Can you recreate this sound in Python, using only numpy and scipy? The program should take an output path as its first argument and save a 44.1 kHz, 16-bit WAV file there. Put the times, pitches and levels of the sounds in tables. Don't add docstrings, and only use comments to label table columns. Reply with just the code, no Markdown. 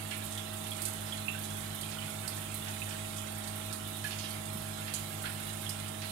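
import sys
import numpy as np
from scipy import signal
from scipy.fft import rfft, irfft, next_fast_len
from scipy.io import wavfile
from scipy.ndimage import uniform_filter1d, map_coordinates

SR = 44100
rng = np.random.default_rng(int(sys.argv[2]) if len(sys.argv) > 2 else 0)


def put_to_file(sound):
    columns = np.atleast_2d(sound).T
    safe = np.clip(columns, -1, 1)
    whole_steps = np.round(safe * 32767)
    wavfile.write(sys.argv[1], SR, whole_steps.astype(np.int16))


N = 269451

# frequency in Hz, relative level in dB.
FIZZ_COLOUR = [(300, -22), (600, -6), (1300, -5.5), (2200, -2), (3500, .5), (4400, -6), (5800, -9),
               (8400, -1.5), (9050, 1), (9700, -2), (11600, -2.5), (12700, -7.5), (14100, -8.5),
               (15700, -15)]
# start in seconds, relative level in dB,
# centre of the click in Hz, level of the lower body in dB compared with the click.
FILM_POPS = [(0.708, -30, 10100, -17), (0.8182, -24, 10300, -13), (0.8525, -21, 8300, -20),
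             (0.884, -26, 10000, -30), (1.811, -27.5, 9500, -12.5), (2.2775, -24, 9400, -7),
             (2.5427, -25.5, 11700, -32), (3.474, -29, 8930, -10), (3.727, -28, 9050, -5),
             (4.0423, -32, 9600, -20), (4.305, -32, 10400, -6), (4.9383, -22, 8250, -10),
             (5.6925, -24, 9200, -14)]
# start in seconds, relative level in dB, pitch in Hz.
RINGING_BUBBLES = [(.376, -30, 3400), (.717, -29, 3290), (.815, -38.5, 344), (.854, -22, 7860),
                   (1.1225, -27, 3260), (1.282, -19, 2625), (1.34, -35, 1486), (1.832, -31.5, 3160),
                   (1.984, -31, 3000), (2.279, -34, 4950), (2.624, -33.5, 3400), (2.681, -37.5, 850),
                   (2.8175, -27, 2540), (4.043, -25.5, 1650), (4.947, -25.5, 6830), (5.242, -32, 1427),
                   (5.663, -28.5, 3200), (5.694, -31, 5140)]
# start in seconds, relative level in dB, centre in Hz.
BREAKING_CLUSTERS = [(0.11, -27.5, 2420), (2.016, -34, 2420), (2.671, -34, 2040), (2.908, -31.5, 3000),
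                     (4.0405, -29, 2720), (4.1082, -29.5, 3250), (4.187, -30, 4060), (4.239, -31, 2840),
                     (4.8797, -29, 2320), (5.253, -26.5, 2300), (6.019, -29.5, 2850)]
# frequency in Hz, change in level in dB.
LEFT_SHADE = [(300, -12), (700, 0), (1300, -3.5), (2600, -14.5), (3400, -12.5), (4200, -12), (6000, -14.5),
              (9000, -24.5), (12000, -28.5), (15800, -26)]
# multiple of its stroke rate, base levels in dB on the left and right.
PUMP_TONES = [(2, -46, -46), (3, -56, -56), (5, -63.5, -72), (6, -64, -59), (7, -60.5, -63),
              (8, -69.5, -82), (9, -87, -65.5), (12, -65, -79)]
# multiple of its speed, base levels in dB on the left and right.
MOTOR_TONES = [(2, -55.5, -56), (3, -58, -61), (4, -49, -49), (5, -73, -60.5), (6, -64.5, -64),
               (7, -71, -64.5), (12, -78, -50), (13, -120, -75), (14, -85, -59.5), (15, -79.5, -54.5),
               (16, -83, -60), (19, -63, -110), (20, -77, -61.5), (21, -79, -59), (23, -61, -74),
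               (24, -82, -64.5), (25, -86, -57), (26, -63, -61), (28, -90, -117), (30, -95, -81)]
# start in seconds, level in dB.
SOFT_KNOCKS = [(4.554, -37.5)]
# frequency in Hz, relative level in dB.
RUMBLE_COLOUR = [(15, -13), (35, -0.5), (50, 8.5), (75, -6.5), (110, 2), (170, -3.5), (350, -1.5),
                 (520, -3.5), (900, -7), (2000, -15), (6000, -35)]
# frequency in Hz, likeness from 0 to 1.
RUMBLE_LIKENESS = [(100, .99), (250, 0.74), (500, 0), (900, 1)]

LEFT_DELAY = 26
TIME = np.arange(N) / SR
EVENT_TIME = np.arange(SR // 4) / SR
EVENT_SAMPLES = len(EVENT_TIME)


def fizz(hiss_db=-40.5, direct_share=0.34, patchy_db=2.5):
    noise = rng.standard_normal(N)
    direct = np.sqrt(direct_share) * np.array([np.roll(noise, LEFT_DELAY), noise])
    echoes = np.sqrt(1 - direct_share) * rng.standard_normal((2, N))
    spectrum = signal.stft(direct + echoes, nperseg=1024)[2]
    clumps = uniform_filter1d(rng.standard_normal(spectrum.shape[1:]), size=4, axis=0)
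    clumps = uniform_filter1d(clumps, size=8, axis=1)
    hiss = signal.istft(spectrum * amp(patchy_db * unit(clumps)), nperseg=1024)[1][:, :N]
    flicker_db = 0.29 * wobble(4.45) + 0.18 * wobble(35)
    return amp(hiss_db + flicker_db) * unit(coloured(hiss, FIZZ_COLOUR))


def crackle(level_db=-37, spread_db=9, rarity=1.23, body_db=-7, body_hz=4700, count=190):
    out = np.zeros((2, N))
    for when, size, loud in rng.random((count, 3)):
        snap = coloured(tank_echoes(np.ones(1), direct_db=-14), FIZZ_COLOUR)
        click = unit(band(snap, 13500 - 7500 * size ** 1.53, octaves=0.35))
        body = amp(body_db) * size * unit(band(snap, body_hz, octaves=0.53))
        add(out, when * (N - 1) / SR, click + body, level_db - spread_db * (1 - loud ** rarity))
    return out


def pops(gain_db=-6, body_hz=4470):
    out = np.zeros((2, N))
    for start, db, hz, body_db in FILM_POPS:
        snap = tank_echoes(np.ones(1), direct_db=-13, glass_s=.075, room_s=.42, room_db=-7)
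        click = band(coloured(snap, FIZZ_COLOUR), hz, octaves=0.58)
        add(out, start, click, db + gain_db)
        add(out, start, band(snap, body_hz, octaves=0.16), db + gain_db + body_db)
    return out


def bubble_ring(hz, cycles, rise):
    age = EVENT_TIME * hz / cycles
    pitch = hz * (1 + rise * (1 - np.exp(-age)))
    soft_start = 1 - np.exp(-5 * age)
    return np.sin(2 * np.pi * np.cumsum(pitch) / SR) * np.exp(-age) * soft_start


def bubbles(gain_db=-6, small_db=-42, spread_db=7, rarity=3, count=350):
    out = np.zeros((2, N))
    for start, db, hz in RINGING_BUBBLES:
        cycles = 6.3 * (3000 / hz) ** 0.4
        ring = bubble_ring(hz, cycles, rise=.04)
        echoed = tank_echoes(ring, direct_db=-10, glass_s=.06, room_s=.36, room_db=-6)
        add(out, start, echoed, db + gain_db)
    for when, size, loud in rng.random((count, 3)):
        hz = 3950 * np.exp(-1.1 * size ** 1.387)
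        echoed = tank_echoes(bubble_ring(hz, cycles=6.9, rise=0.086), direct_db=-9, room_s=0.74)
        db = small_db - spread_db * (1 - loud ** rarity) - 4 * size
        add(out, when * (N - 1) / SR, echoed, db)
    return out


def gurgles(gain_db=-7, fade_s=0.02, bursts_per_s=700, faint_db=-37, faint_hz=2900, count=10):
    out = np.zeros((2, N))
    faint = [(when * (N - 1) / SR, faint_db, faint_hz * 2 ** (pitch - .5))
             for when, pitch in rng.random((count, 2))]
    for start, db, hz in BREAKING_CLUSTERS + faint:
        signs = rng.choice([-1, 1], EVENT_SAMPLES)
        bursts = rng.random(EVENT_SAMPLES) < bursts_per_s / SR
        run = signs * bursts * np.exp(-EVENT_TIME / fade_s)
        run[0] = 1.7
        echoed = tank_echoes(run, direct_db=-6.5, room_db=-0.5)
        add(out, start, band(echoed, hz, octaves=0.62), db + gain_db)
    return out


def tank_echoes(x, direct_db, glass_s=0.065, room_s=0.49, room_db=-8):
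    fade = amp(-60 * EVENT_TIME / glass_s) + amp(room_db - 60 * EVENT_TIME / room_s)
    response = rng.standard_normal((2, EVENT_SAMPLES)) * fade / np.linalg.norm(fade)
    response[0, LEFT_DELAY] += amp(direct_db)
    response[1, 0] += amp(direct_db)
    return signal.fftconvolve(x[None], response, axes=1)[:, :EVENT_SAMPLES]


def hum_tone(multiple, base_hz, left_db, right_db, swell, in_step_s=.045, waver_db=0.97):
    hz = multiple * base_hz
    offset = rng.uniform(0, 2 * np.pi) * (multiple - 2)
    jitter = 0.017 * multiple ** 1.07 * wobble(7)
    phase = 2 * np.pi * hz * (TIME - in_step_s) + offset + jitter + np.angle(swell)
    tone = np.array([amp(left_db) * np.sin(phase - hz / 290), amp(right_db) * np.sin(phase)])
    return np.sqrt(2) * np.abs(swell) * tone * amp(waver_db * wobble(5))


def hum(pump_hz=50.012, motor_hz=53.027, swell_hz=0.33, crest_s=2.05, faint_hz=164.6):
    swell = 1 + amp(-4.5) * np.exp(-2j * np.pi * swell_hz * (TIME - crest_s))
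    pump = sum(hum_tone(k, pump_hz, left, right, swell if k == 3 else 1) for k, left, right in PUMP_TONES)
    motor = sum(hum_tone(k, motor_hz, left, right, swell=0.97) for k, left, right in MOTOR_TONES)
    faint_tone = amp(-63) * np.sqrt(2) * np.sin(2 * np.pi * faint_hz * TIME)
    return pump + motor + faint_tone


def knocks(knock_hz=190):
    out = np.zeros((2, N))
    bump = bubble_ring(knock_hz, cycles=1, rise=0)
    for start, db in SOFT_KNOCKS:
        add(out, start, np.array([bump, bump]), db)
    return out


def rumble(level_db=-53):
    def response(hz):
        angle = np.arccos(np.clip(along(RUMBLE_LIKENESS, hz), -1, 1)) / 2
        return amp(along(RUMBLE_COLOUR, hz)) * [np.cos(angle), np.sin(angle)]
    shared, opposite = filtered(rng.standard_normal((2, N)), response)
    return amp(level_db) * unit(np.array([shared + opposite, shared - opposite]))


def amp(db):
    return 10 ** (np.asarray(db) / 20)


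def unit(x):
    return x / np.sqrt(np.mean(x ** 2) + 1e-20)


def along(table, hz):
    row_hz, values = np.transpose(table)
    return np.interp(np.log(hz + 1), np.log(row_hz + 1), values)


def wobble(rate):
    return map_coordinates(rng.standard_normal(int(N * rate / SR) + 4), [TIME * rate])


def filtered(x, response):
    length = x.shape[-1]
    padded = next_fast_len(length + 4096)
    return irfft(rfft(x, padded) * response(np.fft.rfftfreq(padded, 1 / SR)), padded)[..., :length]


def coloured(x, table):
    return filtered(x, lambda hz: amp(along(table, hz)))


def band(x, centre_hz, octaves):
    return filtered(x, lambda hz: np.exp(-.5 * (np.log2((hz + 1) / centre_hz) / octaves) ** 2))


def add(out, start_s, sound, db):
    start = max(round(start_s * SR), 0)
    crest = np.sqrt(np.max(uniform_filter1d(sound[1] ** 2, size=256)))
    out[:, start:start + EVENT_SAMPLES] += amp(db) * sound[:, :N - start] / crest


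def scene():
    left, right = fizz() + crackle() + pops() + bubbles() + gurgles()
    water = np.array([coloured(left, LEFT_SHADE), right])
    return water + hum() + rumble() + knocks()


def record(dry, top_hz=15800):
    return filtered(dry, lambda hz: hz < top_hz)


dry = scene()
out = record(dry)
put_to_file(out)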